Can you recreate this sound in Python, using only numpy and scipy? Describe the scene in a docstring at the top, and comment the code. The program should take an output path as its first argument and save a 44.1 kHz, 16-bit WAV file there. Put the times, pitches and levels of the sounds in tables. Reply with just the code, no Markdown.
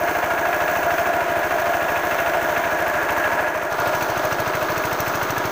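"""On a concrete floor, a single-cylinder four-stroke diesel drives an alternator and a pump, 13 firings a second.
Damped pulses make its exhaust and intake; filtered clicks and damped modes, swelling each cycle, make knock,
clatter, valve ticks and hiss; gear teeth strike at fixed crank angles over a faint rumble.
It is heard first over a barrel that a hose fills with splash and chirping bubbles, then away from it;
near 3.7 s the view jumps to facing the engine, the beat resuming out of step. The water returns at the end."""
import sys
import numpy as np
from scipy import signal
from scipy.fft import rfft, irfft
from scipy.io import wavfile
from scipy.ndimage import uniform_filter1d, minimum_filter1d

SR = 44100
rng = np.random.default_rng(int(sys.argv[2]) if len(sys.argv) > 2 else 0)


def master(y):
    """Save y as 16-bit WAV."""
    cut = np.clip(np.atleast_2d(y).T, -1, 1)
    pcm = np.round(cut * 32767)  # scale
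    wavfile.write(sys.argv[1], SR, pcm.astype(np.int16))


N = 242990
TIME_S = np.arange(N) / SR
FIRING_HZ = 13.28  # until FACING_S
FACING_S = 3.695  # heard facing the engine from here
GAS_SCATTER_DB, BLOW_SCATTER_DB = 0.7, 1.6  # cycle-to-cycle standard deviations


def undb(db):
    """Decibels to gain."""
    return 10 ** (np.asarray(db) / 20)


def unit(x):
    """Scale to rms 1."""
    return x / np.sqrt(np.mean(x ** 2))


def curves(table):
    """Interpolate each column of a (time [s], ...) table at every sample."""
    times_s, *columns = np.transpose(table)
    return [np.interp(TIME_S, times_s, column) for column in columns]


def ramp(start_s, end_s):
    """Linear move from 0 to 1."""
    return np.clip((TIME_S - start_s) / max(end_s - start_s, 1 / SR), 0, 1)


def colour(x, spectrum):
    """Minimum-phase filter shaped by (frequency [Hz], relative level [dB]); rms 1."""
    points_hz, points_db = np.transpose(spectrum)
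    size = 4096
    hz = np.maximum(np.arange(size // 2 + 1) * SR / size, 1)
    level_db = np.interp(np.log(hz), np.log(points_hz), points_db)
    cepstrum = irfft(np.log(undb(level_db)))
    # fold to the causal half
    cepstrum[1:size // 2] *= 2
    cepstrum[size // 2 + 1:] = 0
    response = irfft(np.exp(rfft(cepstrum)))
    return unit(signal.fftconvolve(x, response)[:N])


def ring(x, modes):
    """Damped modes (frequency [Hz], width [Hz], relative level [dB]) driven by x; rms 1."""
    t_s = TIME_S[:SR // 10]
    response = 0
    for hz, width_hz, db in modes:
        decay = np.exp(-np.pi * width_hz * t_s)
        response = response + undb(db) * np.sqrt(width_hz) * decay * np.cos(2 * np.pi * hz * t_s)
    return unit(signal.fftconvolve(x, response)[:N])


def clicks(times_s, sizes):
    """One impulse at each time."""
    at = np.round(np.ravel(times_s) * SR).astype(int)
    inside = (at >= 0) & (at < N)
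    return np.bincount(at[inside], np.ravel(sizes)[inside], N)


def blows(times_s, shape, db, scatter_db):
    """One shape at each time, with scattered strength."""
    sizes = undb(db + scatter_db * rng.standard_normal(len(times_s)))
    return signal.fftconvolve(clicks(times_s, sizes), shape)[:N]


def swell(rise_s, decay_s):
    """Envelope: linear rise to 1, exponential decay."""
    t_s = TIME_S[:SR // 10]
    return np.minimum(t_s / rise_s, 1) * np.exp(-np.maximum(t_s - rise_s, 0) / decay_s)


def grit(per_s, spread_db):
    """Random dense clicks of uneven size and sign; rms 1."""
    chance = np.clip(per_s, 2000, SR) / SR
    struck = rng.random(N) < chance
    signs = rng.choice([-1, 1], N)
    sizes = undb(spread_db * np.clip(rng.standard_normal(N), -2, 2))
    return unit(struck * signs * sizes)


def waver(per_s, depth_db):
    """Gain wandering between random levels."""
    knots_s = np.arange(0, N / SR + 1, 1 / per_s)
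    return undb(depth_db * np.interp(TIME_S, knots_s, rng.standard_normal(len(knots_s))))


DIP_START_S, DIP_FADE_S, DIP_RECOVERY_S, DIP_DB = 3.42, 0.084, 0.13, -4


def dip():
    """Level [dB] sinking briefly before the view jumps, then recovering."""
    fade = ramp(DIP_START_S, DIP_START_S + DIP_FADE_S)
    return DIP_DB * (fade - ramp(FACING_S, FACING_S + DIP_RECOVERY_S))


LEAVES_S, BESIDE_S, CIRCLED_S = 2.34, 3.1, 4.98
# radiation of each part, before the dip: (from the barrel [dB], beside the cylinder head [dB],
# facing the engine [dB], circled toward the silencer [dB])
PART_LEVELS = {"clatter": (-26.5, -25, -26, -25.5), "block": (-28, -26, -27, -31),
               "casing": (-24.5, -29.5, -24, -37.5), "cover": (-31, -27, -31.5, -36.5),
               "flywheel": (-33.5, -30, -27.5, -36), "knock": (-33.5, -34.4, -37, -34),
               "liner": (-41.5, -43, -45, -48), "hiss": (-42, -40.5, -44.5, -40),
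               "springs": (-48.5, -49.5, -44.5, -44), "fizz": (-42, -45, -44, -42.5)}


def heard(part, facing):
    """Level [dB] of a part from barrel to cylinder head, then from facing toward the silencer."""
    barrel_db, beside_db, facing_db, circled_db = PART_LEVELS[part]
    walking_db = barrel_db + (beside_db - barrel_db) * ramp(LEAVES_S, BESIDE_S)
    circling_db = facing_db + (circled_db - facing_db) * ramp(FACING_S, CIRCLED_S)
    return (1 - facing) * walking_db + facing * circling_db + dip()


FIRST_STROKE_S, BEAT_SHIFT_S, LATER_FIRING_HZ = 0.0159, 0.0162, 13.289
EARLY_S, SETTLE_S, JITTER_S = 0.0014, 0.45, 0.0001


def exhaust_strokes():
    """Stroke times [s]: the governor settles, the beat shifts once near 3.7 s, cycles stray about 0.1 ms."""
    even_s = FIRST_STROKE_S + np.arange(-1, N / SR * FIRING_HZ + 1) / FIRING_HZ
    before_s = even_s - EARLY_S * np.exp(-even_s / SETTLE_S)
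    after_s = FACING_S + BEAT_SHIFT_S + (even_s - FACING_S) * FIRING_HZ / LATER_FIRING_HZ
    strokes_s = np.where(even_s < FACING_S, before_s, after_s)
    return strokes_s + JITTER_S * rng.standard_normal(len(even_s))


# pipe and silencer pulses: (delay after exhaust stroke [s], ring [Hz], decay [s],
# relative level from the barrel [dB], relative level facing the engine [dB])
GAS_PULSES = [(-.0006, 120, 0.0072, -31, -24.5), (0, 117.5, 0.0098, -48, -30.5),
              (-.0006, 82, 0.015, -33.5, -42), (0, 376, 0.0021, -22.5, -22.5), (0, 890, 0.00054, -15, -18),
              (.011, 102, 0.0055, -34, -50), (0.0214, 347, 0.0073, -22, -29.5),
              (0.0217, 900, 0.00031, -27, -32), (0.0198, 162, 0.01, -36.5, -42),
              (.0252, 403, 0.0041, -48, -21.5), (0.0263, 432, 0.0079, -27, -42),
              (0.0429, 400, 0.0022, -37, -32)]


def gas_pulses(strokes_s):
    """Exhaust and intake each release a pressure step that rings pipe and silencer."""
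    t_s, out = TIME_S[:SR // 10], 0
    onset = (1 - np.exp(-t_s / 0.00008)) ** 2
    for delay_s, hz, decay_s, barrel_db, facing_db in GAS_PULSES:
        shape = np.exp(-t_s / decay_s) * np.cos(2 * np.pi * hz * t_s) * onset
        db = np.where(strokes_s < FACING_S, barrel_db, facing_db)
        out = out + blows(strokes_s + delay_s, shape, db, GAS_SCATTER_DB)
    return out


# knock spectrum: (frequency [Hz], relative level [dB])
KNOCK_SPECTRUM = [(500, -34), (1000, 1), (1500, 9.5), (2000, 0.5), (2350, 0), (2620, 2), (3000, -18),
                  (4000, -16), (7000, -44)]
# cylinder liner modes: (frequency [Hz], width [Hz], relative level [dB])
LINER_MODES = [(2114, 13, 2), (2145, 30, -9), (2637, 82, 1), (2696, 62, 2), (3005, 30, -1),
               (3270, 21, -10.5), (3620, 27, -15.5)]
KNOCK_LEAD_S, KNOCK_RISE_S, KNOCK_DECAY_S = 0.0174, 0.0045, 0.0088  # lead on the exhaust stroke


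def knock(strokes_s, facing):
    """Combustion cracks before the exhaust and piston slap around it, ringing the cylinder liner."""
    burst = blows(strokes_s - KNOCK_LEAD_S, swell(KNOCK_RISE_S, KNOCK_DECAY_S), 0, BLOW_SCATTER_DB)
    slap = blows(strokes_s - 0.002, swell(0.0049, 0.0087), -12.0, BLOW_SCATTER_DB)
    force = unit(burst + slap * undb(7.7 * facing))
    crack = force * colour(grit(per_s=6000, spread_db=2.5), KNOCK_SPECTRUM)
    liner = ring(force * grit(per_s=3000, spread_db=8.5), LINER_MODES)
    return undb(heard("knock", facing)) * crack + undb(heard("liner", facing)) * liner


# clatter spectra from the barrel and facing the engine: (frequency [Hz], relative level [dB])
BARREL_SPECTRUM = [(110, -1.5), (200, -16), (330, -0.5), (500, -5.5), (750, -1.5), (1050, -0.5), (1220, -3),
                   (1520, 1.5), (1900, -5), (2500, -9.5), (3300, -21.5), (5000, -48)]
FACING_SPECTRUM = [(110, 6.5), (200, -8.5), (330, 2.5), (500, -2), (750, 3.5), (1050, 1.5), (1220, 4.5),
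                   (1520, 0), (1900, -8), (2500, -11), (3900, -15.5), (5200, -19), (7500, -37)]
# modes of block, casing, cover and flywheel: (frequency [Hz], width [Hz], relative level [dB])
BLOCK_MODES = [(616.2, 23, 7), (1413, 11, 0)]
CASING_MODES = [(686, 14, 0), (714, 24, -9)]
COVER_MODES = [(1666, 32, 0)]
FLYWHEEL_MODES = [(963.7, 15, -3.5), (912, 62, -1.5)]


def machinery(strokes_s, facing):
    """Loose parts rattle and ring the iron, hardest after combustion and at valve changeover."""
    combustion = blows(strokes_s - 0.017, swell(0.013, 0.0056), -0.5, BLOW_SCATTER_DB)
    changeover = blows(strokes_s + 0.0199, swell(0.0023, 0.002), 2.3, BLOW_SCATTER_DB)
    load = 1.5 + combustion + changeover
    rattle = load * grit(per_s=3000, spread_db=0.5)
    clatter = (1 - facing) * colour(rattle, BARREL_SPECTRUM) + facing * colour(rattle, FACING_SPECTRUM)
    out = undb(heard("clatter", facing)) * clatter
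    ringing_parts = (("block", BLOCK_MODES), ("casing", CASING_MODES),
                     ("cover", COVER_MODES), ("flywheel", FLYWHEEL_MODES))
    for part, modes in ringing_parts:
        out = out + undb(heard(part, facing)) * ring(load * grit(per_s=2500, spread_db=0.5), modes)
    return out


# gear spectrum: (frequency [Hz], relative level [dB])
GEAR_SPECTRUM = [(140, 1.5), (220, -15.5), (330, -5), (460, -2.5), (600, -7.5), (900, -6), (1600, -8.5),
                 (2200, -14.5), (4000, -47.5)]


def gears(strokes_s, facing, count=160):
    """Gear teeth and linkages strike at the same crank angles every cycle."""
    offsets_s = (np.arange(count) + rng.random(count)) / count / FIRING_HZ
    strengths = rng.standard_normal(count)
    scatter = undb(BLOW_SCATTER_DB * rng.standard_normal((len(strokes_s), count)))
    strikes = clicks(strokes_s[:, None] + offsets_s, strengths * scatter)
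    return undb(-30.5 + facing * 1.5) * colour(strikes, GEAR_SPECTRUM)


# gas spits and valve ticks: (delay after exhaust stroke [s], rise [s], decay [s],
# relative level from the barrel [dB], relative level facing the engine [dB])
TICK_SWELLS = [(.0012, 0.0022, 0.0044, 6, 12), (0.0186, 0.0011, 0.0052, 5, -3),
               (0.0436, .0006, 0.003, -2, -16)]
# gas, hiss and fizz spectra, including the microphone's peaks near 6 and 15 kHz:
# (frequency [Hz], relative level [dB])
GAS_SPECTRUM = [(2000, -33), (4000, -6), (5000, 1.5), (6200, 10.5), (7500, -5.5), (9000, 1), (11000, -6),
                (13000, 1), (14500, 17.5), (15500, -9)]
HISS_SPECTRUM = [(1500, 4), (3000, -9), (3900, -6), (4800, -11), (5500, -3), (6350, 7), (6800, 3),
                 (7400, -8), (7800, -4.5), (9000, -50), (11000, -22), (13000, -10), (15500, -5.5)]
FIZZ_SPECTRUM = [(6000, -38), (11500, -15), (13000, -3), (13700, -9), (14600, 3), (15400, 13), (16000, -24)]
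# valve spring modes: (frequency [Hz], width [Hz], relative level [dB])
SPRING_MODES = [(4240, 23, -6), (4330, 40, 4), (5380, 41, 3), (6000, 300, 10.5), (6430, 130, 2),
                (7770, 50, 0)]


def hiss(strokes_s, facing):
    """Belt and bearings sizzle; gas spits out, and the valves tick and ring their springs each cycle."""
    spits = 0
    for delay_s, rise_s, decay_s, barrel_db, facing_db in TICK_SWELLS:
        db = np.where(strokes_s < FACING_S, barrel_db, facing_db)
        spits = spits + blows(strokes_s + delay_s, swell(rise_s, decay_s), db, BLOW_SCATTER_DB)
    load = unit(1 + blows(strokes_s - 0.016, swell(0.003, 0.02), -9, BLOW_SCATTER_DB))
    # the same tiny contacts make hiss and fizz
    contacts = load * grit(per_s=5000, spread_db=4.5)
    gas = spits * colour(grit(per_s=25000, spread_db=1.5), GAS_SPECTRUM)
    springs = ring((load + spits) * grit(per_s=3200, spread_db=1), SPRING_MODES)
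    sizzle = gas + undb(-2.0) * colour(contacts, HISS_SPECTRUM)
    fizz = colour(contacts, FIZZ_SPECTRUM)
    out = undb(heard("hiss", facing)) * sizzle
    out = out + undb(heard("springs", facing)) * springs
    return out + undb(heard("fizz", facing)) * fizz


# frame rumble spectrum: (frequency [Hz], relative level [dB])
RUMBLE_SPECTRUM = [(20, -3), (40, -13), (80, 4), (160, 5), (260, -2), (500, -23)]
SHAKE_DB, RUMBLE_DB, FACING_RISE_DB = -52.5, -50, 3.5  # before the dip; the rise lifts both


def rumble(strokes_s, facing):
    """The crank shakes the frame once a turn, twice a cycle, over a faint random rumble."""
    cycles = np.interp(TIME_S, strokes_s, np.arange(len(strokes_s)))
    floor = colour(rng.standard_normal(N), RUMBLE_SPECTRUM)
    shake = np.sin(2 * np.pi * 2 * cycles)
    return undb(FACING_RISE_DB * facing) * (undb(SHAKE_DB) * shake + undb(RUMBLE_DB) * floor)


# stream into the barrel: (time [s], level [dB])
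WATER_LEVEL = [(0, -47), (1.5, -42), (2.6, -38), (3.4, -69), (3.7, -69), (5.5, -45)]
# stream striking the surface: (frequency [Hz], relative level [dB])
SPLASH_SPECTRUM = [(800, -21), (2500, 2), (3600, -4), (5000, -25), (7000, -11), (10000, -34)]


def water(count=700):
    """The stream splashes and drives bubbles under; each rings briefly and rises in pitch."""
    bubbles = np.zeros(N + SR)
    for when, pitch, size in rng.random((count, 3)):
        start_hz = 700 * 8 ** pitch
        cycles = np.arange(int(40 * SR / start_hz)) * start_hz / SR
        chirp = np.exp(-cycles / 7) * np.sin(2 * np.pi * cycles * (1 + 0.0031 * cycles))
        start = int(when * N)
        bubbles[start:start + len(cycles)] += undb(10 * size ** 3 - 9 * pitch) * chirp
    splash = colour(grit(per_s=2800, spread_db=8), SPLASH_SPECTRUM)
    return (unit(bubbles[:N]) + undb(-2.5) * splash) * undb(curves(WATER_LEVEL)[0])


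def scene():
    """Engine and water, heard first from the barrel and then facing the cylinder."""
    facing = np.clip((TIME_S - FACING_S) * 100, 0, 1)  # 10 ms crossfade
    strokes_s = exhaust_strokes()
    # the thump grows on the way round to the silencer
    approach_db = np.interp(TIME_S, [FACING_S, N / SR], [-0.5, 2])
    beat = undb(dip()) * (undb(approach_db) * gas_pulses(strokes_s) + rumble(strokes_s, facing))
    metal = gears(strokes_s, facing) + machinery(strokes_s, facing)
    # small iron parts radiate little bass
    metal = signal.sosfilt(signal.butter(4, 210, "high", fs=SR, output="sos"), metal)
    treble = knock(strokes_s, facing) + hiss(strokes_s, facing)
    return (beat + metal + treble * waver(per_s=8, depth_db=1.54) + water())[None]


TOP_HZ, LIMIT_DB = 15560, -9.6  # limit re full scale, ahead of the low-pass


def record(dry):
    """A limiter with smoothed gain holds the peaks down; a steep low-pass cuts the top."""
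    allowed = np.minimum(1, undb(LIMIT_DB) / (np.abs(dry) + 1e-9))
    gain = uniform_filter1d(minimum_filter1d(allowed, size=300), size=300)
    low_pass = signal.ellip(12, 0.2, 80, TOP_HZ, fs=SR, output="sos")
    return signal.sosfilt(low_pass, dry * gain)


dry = scene()
out = record(dry)
master(out)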